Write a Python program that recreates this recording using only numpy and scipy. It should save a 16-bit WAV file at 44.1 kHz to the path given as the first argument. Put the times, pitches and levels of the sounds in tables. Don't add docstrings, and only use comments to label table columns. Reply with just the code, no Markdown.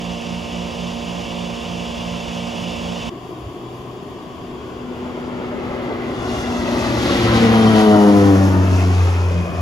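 import sys
import numpy as np
from scipy.fft import rfft, irfft, next_fast_len
from scipy.io import wavfile
from scipy.ndimage import uniform_filter1d, minimum_filter1d, map_coordinates

SR = 44100
rng = np.random.default_rng(int(sys.argv[2]) if len(sys.argv) > 2 else 0)


def unload_wav(signal):
    wavfile.write(
        sys.argv[1],
        SR,
        np.round(np.clip(np.atleast_2d(signal).T, -1, 1) * 32767).astype(np.int16),
    )


N = 423801
CUT_S = 3.095
NEAREST_S, PASSING_S = 7.993, 1.033

# freq_hz, left_right_db, side_mid_db, left_lead (-1 to 1)
PLANE_IMAGE = [(60, 2, -43, .5), (128, 0.7, -9, 0.77), (251, 2, -14.5, 0.28), (515, 2, -5.5, 0.94),
               (1080, 7.5, -3, 0.95), (1590, -4, 2.5, 0.3), (1980, -0.5, -1.5, 0.39), (2700, 5, 1, 0.53),
               (3100, 7, 0, -0.54), (4260, 1, -4.5, -0.38), (6800, -1, -7.5, .8), (8900, 1, 10, -.7),
               (10900, 0, -2.5, 0)]


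def amp(db):
    return 10 ** (np.asarray(db) / 20)


def unit_rms(x):
    return x / np.sqrt(np.mean(x ** 2) + 1e-20)


def clock():
    return np.arange(N) / SR


def along(rows, hz, column=1):
    table = np.transpose(rows)
    return np.interp(np.log(hz + 1), np.log(table[0] + 1), table[column])


def curves(rows):
    times, *columns = np.transpose(rows)
    return [np.interp(clock(), times, column) for column in columns]


def wobble(rate_hz):
    knots = rng.standard_normal(int(N * rate_hz / SR) + 4)
    coarse = np.arange(0, N, 32)
    return np.interp(np.arange(N), coarse, map_coordinates(knots, [coarse * rate_hz / SR]))


def swell(peak_s, length_s):
    return np.exp(-(2 * (clock() - peak_s) / length_s) ** 2)


def filtered(x, response):
    size = next_fast_len(N + 8192, real=True)
    return irfft(rfft(x, size) * response(np.fft.rfftfreq(size, 1 / SR)), size)[..., :N]


def noise(response):
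    return unit_rms(filtered(rng.standard_normal((2, N)), response))


def noise_peak(centre_hz, half_width_hz):
    return noise(lambda hz: 1 / (1 + ((hz - centre_hz) / half_width_hz) ** 2))


def swoosh(rows, width_hz):
    centre_hz, db = curves(rows)
    band = noise(lambda hz: 1 / (1 + (2 * hz / width_hz) ** 4))
    return amp(db) * band * np.sqrt(2) * np.sin(2 * np.pi * np.cumsum(centre_hz) / SR)


def panning(image, hz):
    return np.tanh(np.log(amp(along(image, hz))) / 2)


def spread(pair, image):
    def side_gains(hz):
        pan = panning(image, hz)
        width = np.sqrt(np.maximum(amp(along(image, hz, column=2)) ** 2 - pan ** 2, 0))
        lead = np.clip(along(image, hz, column=3), -1, 1)
        return np.array([pan + 1j * lead * width, np.sqrt(1 - lead ** 2) * width])
    side = filtered(pair, side_gains).sum(axis=0)
    return np.array([pair[0] + side, pair[0] - side])


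def cooling_unit(shaft_hz=58.21, air_db=-30.5, rattle_db=0.5, rise_db=2.0):
    # shaft_multiple, level_db
    compressor = [(1, -44), (2, -54), (3, -34), (4, -33), (5, -47), (6, -46), (7, -50), (8, -43), (9, -47),
                  (10, -46), (12, -43), (13, -49), (16, -53), (17, -51), (18, -48.5), (21, -59), (37, -60),
                  (39, -60), (40, -54), (44, -56), (46, -51.5), (48, -52.5), (52, -55), (53, -57),
                  (54, -58), (57, -58), (60, -59)]
    # pitch_hz, level_db
    fan = [(84, -45.5), (119.9, -46), (178.2, -37), (235.3, -48), (267, -56), (356.4, -66), (557, -50),
           (570.7, -46), (903.5, -48)]
    # freq_hz, level_db
    cabinet = [(25, -23), (55, 4), (170, -0.5), (260, -2.5), (400, -5.5), (620, -1.5), (830, -7.5),
               (1080, -6), (1400, -17), (2050, -15), (2500, -11), (2800, -7.2), (3400, -10.5),
               (4150, -18.5), (5100, -15.5), (7300, -23), (8600, -33), (11000, -33), (13000, -43),
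               (15000, -41)]
    # freq_hz, left_right_db, side_mid_db, left_lead
    image = [(60, 1, -25, 0), (110, 2, -26, -.3), (200, -17, 4.5, -0.63), (380, -9, -1.5, -0.34),
             (700, -5, 1, -0.84), (1330, -7, 0.5, -0.48), (2630, -0.5, -8, 0.048), (4850, 0, -55, 0),
             (8500, -2, 4, -.3), (11900, 0, -2, 1)]
    t = clock()
    shaft_time = t + 0.00054 * np.cumsum(wobble(3.04)) / SR
    fan_time = t + 0.00203 * np.cumsum(wobble(1.5)) / SR
    tones = [(multiple * shaft_hz * shaft_time, db) for multiple, db in compressor]
    tones += [(hz * fan_time, db) for hz, db in fan]
    hum = np.zeros(N)
    for turns, db in tones:
        size = amp(db + 0.52 * wobble(4.14)) * np.sqrt(2)
        hum += size * np.sin(2 * np.pi * (turns + rng.random()))
    air = noise(lambda hz: amp(along(cabinet, hz)) * sheet_metal(hz))
    air *= amp(air_db + rattle_db * wobble(90) + rise_db * (np.minimum(t / CUT_S, 1) - 1))
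    return spread(air, image) + np.outer(amp([-3, 2.3]), hum)


def sheet_metal(hz, weak_db=1.9):
    # centre_hz, width_hz, boost_db
    panels = [(2325, 20, 5), (2680, 18, 7), (2716, 20, 8), (2797, 16, 6), (2847, 14, 7), (2882, 18, 9),
              (2940, 14, 7), (3027, 18, 5), (3176, 16, 7), (3352, 22, 9), (3505, 35, 4.5), (3590, 40, 6),
              (4680, 60, 6), (4870, 110, 4), (5720, 110, 1), (6400, 100, 4), (7020, 300, 3)]
    strong = sum(db / (1 + (2 * (hz - centre) / width) ** 2) for centre, width, db in panels)
    weak = np.interp(hz / 11, np.arange(2100), rng.standard_normal(2100))
    return amp(strong + weak_db * weak * np.clip(hz / 2000, 0, 1))


def far_machinery(air_db=-34.0, throb_db=-40, ring_db=-47, mains_db=-47):
    # freq_hz, level_db
    air_colour = [(25, -8.5), (115, -4.5), (146, -2.5), (237, -3), (330, 3), (420, 1), (510, -11),
                  (720, -4.5), (850, -13.5), (1020, -8.5), (1150, -11), (1350, -23.5), (2000, -24.5),
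                  (2750, -25.5), (3280, -22), (3900, -34.5), (4750, -31), (5300, -36), (6400, -39.5),
                  (7100, -34.5), (10500, -67), (15000, -49)]
    # pitch_hz, level_db
    whine_tones = [(2326, -66), (2632, -68), (3252, -66), (3381, -66), (3720, -68), (4883, -70.5)]
    # freq_hz, left_right_db, side_mid_db, left_lead
    image = [(60, -3, -18, 0), (110, -0.5, -22, 0), (200, 5, -5.5, 0), (380, 1.5, -17.5, 0),
             (700, 1, -7, 0.1), (1290, 6.5, -3, 0.2), (2380, 5.5, -2, 0.1), (4400, 5, -4, 0),
             (8120, -1, -2, 0)]
    t = clock()
    air = amp(air_db) * noise(lambda hz: amp(along(air_colour, hz)) * sheet_metal(hz))
    throb = amp(throb_db) * unit_rms(noise_peak(366, 22) * amp(3.5 * np.tanh(wobble(14))))
    ring = amp(ring_db) * unit_rms(noise_peak(1025, 25) + noise_peak(1110, 30))
    hum = amp(mains_db) * np.sin(2 * np.pi * 120 * t)
    whines = sum(amp(db) * noise_peak(0, 9) * np.sqrt(2) * np.sin(2 * np.pi * hz * t)
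                 for hz, db in whine_tones)
    return spread(air + throb + ring + whines, image) + hum


def track():
    return (clock() - NEAREST_S) / PASSING_S


def distance():
    return np.hypot(1, track())


def astern():
    return np.clip(track() - 0.41, 0, 1)


def hidden(clear_s, taking_s):
    return np.clip((clear_s - clock()) / taking_s, 0, 1)


def beam(db, aim_deg, width_deg, depth_db, trees_db, barn_db=0):
    angle_deg = np.degrees(np.pi / 2 + np.arctan(track()))
    off_aim = 1 - np.exp(-((angle_deg - aim_deg) / width_deg) ** 2)
    screened_db = trees_db * hidden(clear_s=5.41, taking_s=1.6)
    screened_db += barn_db * hidden(clear_s=6.34, taking_s=0.34)
    return db - depth_db * off_aim - 20 * np.log10(distance()) - screened_db


def blade_rate(centre_hz=104.02, swing_hz=20.45):
    return centre_hz - swing_hz * track() / distance()


def propeller(blade_phase, harmonics=15, fall_db=1.9, flutter_db=1.5, rough_db=1.55, lead_s=0.00019):
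    # time_s, level_db
    tone_levels = [(3.15, -50), (3.29, -45), (3.99, -39), (4.03, -60), (6.62, -40), (6.96, -21.5),
                   (7.16, -32), (7.23, -19.5), (7.61, -21), (7.7, -16), (7.86, -34), (7.95, -20.5),
                   (8.01, -31.5), (8.24, -15), (9.03, -12.5), (9.43, -19), (9.5, -36), (9.61, -16.5)]
    # time_s, level_db
    drone_levels = [(3.15, -45), (3.35, -50.5), (4.68, -41), (4.73, -60), (4.8, -32), (6.37, -31.5),
                    (6.44, -25), (7.25, -28.5), (7.38, -15.5), (8.04, -11.5), (8.89, -26.5), (9.14, -39),
                    (9.39, -24), (9.61, -34)]
    # harmonic, level_db, aim_deg, width_deg, depth_db
    buzz_beams = [(3, -14.5, 98.3, 32, 18.5), (3, -19, 54.1, 7.8, 36), (4, -18, 90, 33, 24.5),
                  (4, -23, 63.2, 5.6, 27), (5, -20.5, 102, 15, 17), (6, -21, 83.3, 22, 23),
                  (7, -25.5, 86, 31, 20), (8, -31, 95, 29, 21), (9, -31, 86, 23, 23)]
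    # level_db, aim_deg, width_deg, depth_db
    top_beam = (-30, 85, 32, 13.5)
    lobe = lambda shape: amp(beam(*shape, trees_db=11) - 8 * astern())
    sizes = [amp(curves(levels)[0] - 0.5) for levels in (tone_levels, drone_levels)]
    for harmonic in sorted({row[0] for row in buzz_beams}):
        sizes.append(sum(lobe(row[1:]) for row in buzz_beams if row[0] == harmonic))
    slope = amp(-fall_db * np.arange(harmonics - len(sizes)))
    sizes += list(np.outer(slope / np.linalg.norm(slope), lobe(top_beam)))
    turbulence = 1.27 * distance() ** 0.35
    shake = 0.036 * turbulence * wobble(16)
    mean_hz = blade_rate().mean()
    partials = []
    for k, size in enumerate(sizes, 1):
        flutter = amp(flutter_db * turbulence * np.sqrt(k) / 2 * wobble(18))
        roughness = amp(rough_db * min(k - 1, 4) / 4 * wobble(70))
        size = size * np.sqrt(2) * flutter * roughness
        smear = 0.035 * wobble(45)
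        angle = k * (blade_phase + shake + smear) + 2 * np.pi * rng.random()
        hz = k * mean_hz
        mid = size * np.sin(angle)
        left_lead = np.pi * hz * lead_s * size * np.cos(angle)
        side = panning(PLANE_IMAGE, hz) * mid + left_lead
        partials.append(np.array([mid + side, mid - side]))
    tone, drone, *buzz = partials
    return tone + shed_echoes(drone + ground_echo(sum(buzz), strength=0.33, dull_hz=800))


def ground_echo(x, strength=0.48, dull_hz=1700, abeam_lag_s=0.00418, sink=0.17):
    t = clock()
    height = 1 - sink * track()
    lag_s = abeam_lag_s * height / distance()
    dull = filtered(x, lambda hz: 1 / np.sqrt(1 + (hz / dull_hz) ** 4))
    return x + strength * np.array([np.interp(t - lag_s, t, channel) for channel in dull])


def shed_echoes(x, near_db=-16, far_boost_db=9, spacing_s=0.055, count=3):
    t = clock()
    mid = (x[0] + x[1]) / 2
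    copies = [[wobble(55) * np.interp(t - spacing_s * k, t, mid) for _ in x]
              for k in range(1, count + 1)]
    share = amp(near_db + far_boost_db * np.log2(np.minimum(distance(), 2)))
    return (x + share * np.sum(copies, axis=0) / np.sqrt(count)) / np.sqrt(1 + share ** 2)


def wash(blade_phase, trim_db=-2, chop=0.1, flicker_db=1.03):
    # freq_hz, level_db
    colour = [(25, -42), (60, -5.5), (140, -2.5), (190, 6.5), (250, 5), (420, 0.5), (600, -4), (800, -8),
              (1350, -12), (1620, -17.5), (2000, -17.5), (2400, -18.5), (4200, -23), (6500, -29),
              (8800, -41.5), (10200, -27.5), (12000, -27), (14000, -42)]
    edges = [20, 135, 550, 1700, 3200, 5000, 8000, 16000]
    # level_db, aim_deg, width_deg, depth_db, trees_loss_db, barn_loss_db
    beams = [(-22.5, 49, 42, 8.5, 7, 4.5), (-19.5, 42, 73, 7.5, 12, 0.9), (-23, 54, 89, 7, 16, 2.5),
             (-28, 61.6, 15, 7.5, 12, 1.5), (-30.5, 60, 43.4, 13.5, 8, 6.5), (-33.5, 23, 34, 3.5, -1, 15),
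             (-47, 92, 35, 5, -6.5, 5)]
    # time_s, level_db
    treble_waves = [(6.7, -1), (7.2, 3), (7.4, 1), (7.56, -3.5), (7.8, 3.3), (7.98, -1.5), (8.17, 2.2),
                    (8.58, -5), (8.95, 4), (9.5, -5.5)]
    gust_db = wobble(9) + 1.7 * swell(peak_s=5.73, length_s=0.35)
    treble_db, = curves(treble_waves)
    rush = np.zeros((2, N))
    for low, high, shape in zip(edges, edges[1:], beams):
        skirts = lambda hz: np.sqrt((1 + (low / (hz + 1)) ** 12) * (1 + (hz / high) ** 12))
        band = noise(lambda hz: amp(along(colour, hz)) / skirts(hz))
        dulling_db = 2 * astern() * min(low / 4700, 1)
        waves_db = treble_db * min(low / 3200, 3200 / low)
        rush += band * amp(beam(*shape) - dulling_db + waves_db + trim_db + gust_db
                           + flicker_db * wobble(25))
    chopped = rush * (1 + chop * np.cos(blade_phase)) / np.sqrt(1 + chop ** 2 / 2)
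    return spread(ground_echo(chopped), PLANE_IMAGE)


def rumble_puffs(centre_hz=80):
    # peak_s, length_s, level_db
    puffs = [(3.452, 0.075, -34), (4.7, 0.7, -45), (6.355, 0.15, -33), (7.227, 0.25, -28)]
    rumble = noise(lambda hz: (hz / centre_hz) ** 3 / (1 + (hz / centre_hz) ** 7))[0]
    return rumble * sum(amp(db) * swell(peak_s, length_s) for peak_s, length_s, db in puffs)


def turbine(blade_phase, whine_ratio=96.4, gear_ratio=28.4, steady=0.75):
    # time_s, level_db
    whine_levels = [(5.9, -95), (6.35, -66), (7.0, -56), (7.3, -59), (7.75, -49.5), (8.15, -54), (8.4, -70),
                    (8.7, -95)]
    # time_s, level_db
    gear_levels = [(3.1, -90), (6.0, -62), (6.2, -49), (6.55, -48), (6.8, -55), (7.17, -43.5), (7.4, -48),
                   (7.68, -37), (8.02, -42), (8.22, -58), (8.5, -57), (8.65, -47), (9.55, -46)]
    # time_s, pitch_hz, level_db
    howl_curve = [(4.6, 2150, -80), (5.15, 2130, -57), (5.7, 2060, -46), (6.2, 2020, -46),
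                  (6.65, 1990, -40.5), (7.35, 1980, -36), (8.0, 1900, -38.5), (8.5, 1780, -43.5),
                  (9.1, 1700, -62)]
    # time_s, pitch_hz, level_db
    slide_curve = [(5.2, 2880, -85), (6.1, 2860, -56), (6.38, 2820, -45), (6.55, 2700, -45),
                   (6.8, 2590, -43), (7.1, 2530, -52), (7.5, 2480, -85)]
    whine_gain = amp(curves(whine_levels)[0] + 1.5 * wobble(14))
    whine = whine_gain * noise_peak(0, 220) * np.sin(whine_ratio * blade_phase)
    grind = steady + np.sqrt(1 - steady ** 2) * noise_peak(0, 70)
    stray = 0.38 * wobble(35)
    gears = amp(curves(gear_levels)[0]) * grind * np.sin(gear_ratio * blade_phase + stray)
    howl = swoosh(howl_curve, width_hz=240)
    slide = swoosh(slide_curve, width_hz=130)
    return spread(np.sqrt(2) * (whine + gears) + howl + slide, PLANE_IMAGE)


def moans():
    # time_s, pitch_hz, level_db
    sweeps = [
        [(4.8, 660, -70), (5.3, 625, -40), (5.75, 570, -36.5), (6.4, 530, -41), (6.9, 510, -70)],
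        [(6.1, 1000, -70), (6.4, 850, -41), (6.6, 700, -40), (6.8, 600, -35), (7.2, 560, -60)],
    ]
    return spread(sum(swoosh(rows, width_hz=95) for rows in sweeps), PLANE_IMAGE)


def scene():
    blade_phase = 2 * np.pi * np.cumsum(blade_rate()) / SR
    after_cut = np.clip((clock() - CUT_S) / 0.006 + 0.5, 0, 1)
    plane = propeller(blade_phase) + wash(blade_phase) + moans() + turbine(blade_phase)
    return (1 - after_cut) * cooling_unit() + after_cut * (far_machinery() + rumble_puffs() + plane)


def record(dry, ceiling=0.93, low_cut_hz=20, top_hz=15800):
    needed = ceiling / np.maximum(np.abs(dry).max(axis=0), ceiling)
    gain = uniform_filter1d(minimum_filter1d(needed, size=1201), size=1201)
    return filtered(dry * gain, lambda hz: (hz < top_hz) * hz ** 2 / (hz ** 2 + low_cut_hz ** 2))


dry = scene()
out = record(dry)
unload_wav(out)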